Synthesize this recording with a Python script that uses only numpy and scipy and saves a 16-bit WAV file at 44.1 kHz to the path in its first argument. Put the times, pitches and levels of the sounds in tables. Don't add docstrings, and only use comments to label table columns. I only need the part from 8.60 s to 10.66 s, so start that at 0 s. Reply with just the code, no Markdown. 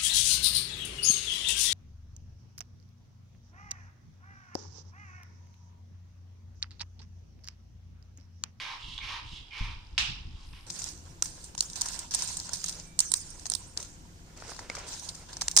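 import sys
import numpy as np
from scipy import signal
from scipy.fft import rfft, irfft
from scipy.io import wavfile
from scipy.ndimage import uniform_filter1d

SR = 44100
rng = np.random.default_rng(int(sys.argv[2]) if len(sys.argv) > 2 else 0)


def wav_out(sig):
    wavfile.write(sys.argv[1], SR, np.round(np.clip(np.atleast_2d(sig).T, -1, 1) * 32767).astype(np.int16))


def boost(x):
    u = np.asarray(x, float) / 20
    return 10 ** u


N = 91066

# pitch in Hz, width in Hz, level in dB.
CUP_TONES = [(970, 260, 3.5), (1098, 370, -4.5), (1255, 124, 0.5), (1600, 400, -9.5)]


def rms_one(x):
    return x / np.sqrt(np.mean(x ** 2) + 1e-20)


def at_hz(points, hz):
    table_hz, values = np.array(points).T
    return np.interp(np.log(hz + 1), np.log(table_hz), values)


def colour(x, points, share=1):
    hz = np.arange(N // 2 + 1) * SR / N
    return irfft(rfft(x) * boost(share * at_hz(points, hz)), N)


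def drift(rate):
    r = np.exp(-2 * np.pi * rate / SR)
    wander = signal.lfilter([1], [1, -2 * r, r * r], rng.standard_normal(N + SR))
    return rms_one(wander[SR:])


def ring(clicks, hz, t60):
    r, w = boost(-60 / (t60 * SR)), 2 * np.pi * hz / SR
    return signal.lfilter([0, np.sin(w)], [1, -2 * r * np.cos(w), r * r], clicks + 1e-18)


def resonate(x, peaks):
    out = 0
    for k, (hz, width, db) in enumerate(peaks):
        r = np.exp(-np.pi * width / SR)
        b = (1 - r * r) / 2 * np.array([1, 0, -1])
        a = [1, -2 * r * np.cos(2 * np.pi * hz / SR), r * r]
        once = signal.lfilter(b, a, x)
        out = out + (-1) ** k * boost(db) * signal.lfilter(b, a, once)
    return rms_one(out)


def click(s, db):
    return boost(db) * (np.arange(N) == int(s * SR))


def hump(start, length, peak):
    u = (np.arange(N) / SR - start) / length
    return np.sin(np.pi / 2 * np.interp(u, [0, peak, 1], [0, 1, 0]))


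def slips():
    slips_per_s, spread_db = 9000, 2.0
    sizes = boost(spread_db * np.minimum(rng.exponential(1, N), 4)) * rng.choice([-1, 1], N)
    happens = rng.random(N) < slips_per_s / SR
    return sizes * happens * boost(2.1 * drift(16.7))


def strokes(rows, layers, power):
    out = 0
    for start, length, *levels in rows:
        for (sound, peak), db in zip(layers, levels):
            out = out + sound * boost(db) * hump(start, length, peak) ** power
    return out


def swish():
    # pitch in Hz, level in dB.
    swish_colour = [(3530, -16.5), (6000, -2), (6560, -9.5), (8370, 1.5), (11000, 0.5), (14000, -14)]
    noise = rms_one(colour(rng.standard_normal(N), swish_colour))
    return boost(-69) * hump(1.84, 0.54, 0.094) * noise


def string():
    # start in seconds, length in seconds, squeal, cup roar and string hiss in dB.
    pulls = [
        (-.1, 0.29, -48, -44.5, -41),
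        (.4, 0.22, -47, -45, -41),
        (0.905, 0.25, -47, -49.5, -45.5),
        (1.924, 0.1, -69, -69.5, -61),
    ]
    # start in seconds, length in seconds, slide, cup and air in dB.
    returns = [
        (.18, .2, -47, -63.5, -56),
        (.64, .18, -52, -67, -56.5),
        (1.684, 0.2, -65.5, -71, -65.5),
    ]
    # pitch in Hz, width in Hz, level in dB.
    squeal_tones = [(2180, 200, -2), (2400, 230, 0), (3050, 600, -9)]
    # pitch in Hz, width in Hz, level in dB.
    slide_tones = [(2750, 500, 0), (3300, 500, 0), (3850, 550, -2), (4700, 900, -7), (2250, 500, -8)]
    # pitch in Hz, level in dB.
    hiss_colour = [(1060, -19.5), (1800, -4.5), (3400, -5), (5350, -7.5), (6300, -15), (7480, -26.5),
                   (10000, -30), (14000, -43)]
    # pitch in Hz, level in dB.
    air_colour = [(2350, -50), (4000, -10), (5060, -8), (6550, -14), (7950, -19), (14000, -43)]

    squeal = resonate(slips(), squeal_tones)
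    cup = resonate(slips(), CUP_TONES)
    hiss = rms_one(colour(slips(), hiss_colour))
    slide = resonate(slips(), slide_tones)
    air = rms_one(colour(slips(), air_colour))
    pulling = strokes(pulls, [(squeal, 0.075), (cup, 0.68), (hiss, 0.4)], 0.9)
    returning = strokes(returns, [(slide, 0.65), (cup, 0.7), (air, 0.8)], 0.6)
    return pulling + returning + swish()


def crack():
    # pitch in Hz, level in dB.
    crack_colour = [(350, -85), (600, -29.5), (771, -14), (2020, -10), (2700, -2.5), (3160, -6.5),
                    (5350, -6.5), (8710, -21), (14000, -45)]
    log_gain = np.log(boost(at_hz(crack_colour, np.arange(2049) * SR / 4096)))
    fold = irfft(log_gain) * np.r_[1, 2 * np.ones(2047), 1, np.zeros(2047)]
    pulse = irfft(np.exp(rfft(fold)))
    return np.convolve(click(1.3795, -7), pulse / abs(pulse).max())[:N]


def knocks():
    # start in seconds, level in dB, pitch in Hz, width in Hz, cup level in dB.
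    knock_rows = [
        (.3762, -28, 3450, 1600, -50),
        (.384, -36, 3000, 1800, -39),
        (.88, -50, 3050, 500, -70),
        (1.930, -43, 2650, 1400, -50),
    ]
    out = 0
    for s, db, hz, width, cup_db in knock_rows:
        rub = rng.standard_normal(N) + .3 * np.sin(2 * np.pi * hz * np.arange(N) / SR)
        scuff = hump(s, .006, .75) ** 2 * rub
        body = resonate(scuff, [(hz, width, 0), (1.8 * hz, 2500, -20)])
        cup = resonate(scuff, CUP_TONES)
        out = out + boost(db) * body / abs(body).max() + boost(cup_db) * cup / abs(cup).max()
    return out


def echoes(x):
    # delay in seconds, left level in dB, right level in dB.
    reflections = [(.0022, -6, -4), (.0048, -4, -5), (.009, -9, -6), (.0155, -4, -10), (.032, -7, -8)]
    ears = []
    for side in (1, 2):
        heard = 0
        for k, row in enumerate(reflections):
            delay = int(row[0] * SR) + 7 * k * side
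            heard = heard + boost(row[side]) * (-1) ** (k + side) * np.roll(x, delay)
        ears.append(heard)
    return np.array(ears)


def room(x):
    # pitch in Hz, time to fade by 60 dB in seconds.
    fade_times = [(700, 0.58), (1400, 0.53), (2400, 0.49), (4000, 0.57), (8000, 0.32), (13000, 0.28)]
    t, tail = np.arange(SR) / SR, 0
    edges = 500 * 2 ** np.arange(0, 5.1, .5)
    for low, high in zip(edges, edges[1:]):
        band_pass = signal.butter(2, [low, high], "band", fs=SR, output="sos")
        band = signal.sosfilt(band_pass, rng.standard_normal((2, SR)))
        fade = boost(-60 * t / at_hz(fade_times, np.sqrt(low * high)))
        build_up = np.clip(t / .003, 0, 1)
        tail = tail + band * boost(1.5 * drift(60)[:SR]) * fade * build_up
    return signal.fftconvolve(x[None], rms_one(tail) / np.sqrt(SR), axes=1)[:, :N]


def wind():
    # time in seconds, level in dB.
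    steady_air = [(0.0, -57), (0.24, -52.5), (0.41, -50), (0.91, -53.5), (1.41, -46), (1.5, -44),
                  (1.58, -42.5), (1.94, -47), (2.06, -49.5)]
    # start in seconds, peak level in dB, length in seconds.
    puffs = [(0.229, -40.5, 0.09), (0.321, -44.5, 0.068), (0.409, -42.5, .07), (0.512, -47, 0.054),
             (0.62, -43, 0.099), (0.711, -37.5, 0.043), (0.785, -44, 0.055), (1.062, -36, 0.1),
             (1.148, -38.5, 0.049), (1.317, -41, 0.049), (1.388, -39.5, 0.071), (1.48, -35.5, 0.055),
             (1.577, -51.5, 0.054), (1.65, -37, 0.057), (1.73, -39, 0.04), (1.851, -45.5, 0.11),
             (1.927, -57.5, 0.051)]
    # pitch in Hz, level in dB.
    wind_colour = [(12, -83), (20, 0.5), (108, -9.5), (195, -23.5), (343, -27), (377, -38), (500, -40.5),
                   (650, -90), (1100, -120)]
    # pitch in Hz, level in dB, time to fade by 60 dB in seconds.
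    jolt_tones = [(33.5, -24, .3), (102, -32, .3), (165, -38, .2), (250, -40, .15)]

    air = colour(rng.standard_normal(N), wind_colour)
    air = rms_one(air / np.sqrt(uniform_filter1d(air ** 2, size=2200)))
    s, db = np.transpose(steady_air)
    push = boost(np.interp(np.arange(N) / SR, s, db) - 2.5)
    for start, peak_db, length in puffs:
        push = push + boost(peak_db - 6) * hump(start, length, .4)

    jolt = 0
    for k, (hz, tone_db, t60) in enumerate(jolt_tones):
        jolt = jolt + (-1) ** k * ring(click(1.004, tone_db), hz, t60)
    jolt = signal.sosfilt(signal.butter(2, 232, fs=SR, output="sos"), jolt)

    mono, lead_s = air * push + jolt, 0.00088
    time = np.arange(N)
    return np.array([np.interp(time + side * lead_s * SR / 2, time, mono) for side in (1, -1)])


def ticks():
    mains_hz, tick_hz, t60_s = 50, 4850, .004
    s = np.arange(.0095, N / SR, 1 / mains_hz)
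    train = np.zeros(N)
    train[(s * SR).astype(int)] = boost(-50 + 2.0 * rng.standard_normal(len(s)))
    return ring(ring(train, tick_hz, t60_s), 1.08 * tick_hz, t60_s) / 5


def quiet_floor():
    # pitch in Hz, level in dB.
    floor_colour = [(150, -42), (250, -4.5), (687, -12), (1420, -6), (1590, -10), (2350, -7), (4090, -9),
                    (5010, -8), (14000, -35)]
    floor_db = -54.5
    hiss = boost(floor_db - 8.5) * rms_one(colour(rng.standard_normal((2, N)), floor_colour))
    hum_tones = [(256, 194, -4.5), (370, 290, -7), (905, 370, -1.5)]  # Hz, width in Hz, dB
    hum = boost(floor_db - 14) * resonate(rng.standard_normal(N), hum_tones)
    return hiss + hum


def scene():
    toy, hits, blow = string(), knocks(), crack()
    wet = room(boost(-5) * toy + boost(-3) * hits + boost(4) * blow)
    direct_band = signal.butter(2, [1200, 5500], "band", fs=SR, output="sos")
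    blow = signal.sosfilt(direct_band, boost(1) * blow)
    near = boost(-1.0) * toy + hits + blow + boost(-2.0) * echoes(blow)
    far_ticks = ticks() * boost([[1.0], [-2.0]])
    return near + wet + far_ticks + quiet_floor() + wind()


def band_limit(x):
    return signal.sosfilt(signal.butter(12, 14240, fs=SR, output="sos"), x)


def record(dry):
    # pitch in Hz, left minus right in dB.
    port_colour = [(300, 0.5), (1300, 0.5), (2000, -4), (2900, -13.5), (3900, -9.5), (5000, 15),
                   (7000, 6.5), (13000, 10)]
    ports = np.array([colour(dry[0], port_colour, 0.19), colour(dry[1], port_colour, -1 / 2)])
    top_cut = signal.cheby2(12, 60, 14900, fs=SR, output="sos")
    return band_limit(signal.sosfilt(top_cut, ports))


dry = scene()
out = record(dry)
wav_out(out)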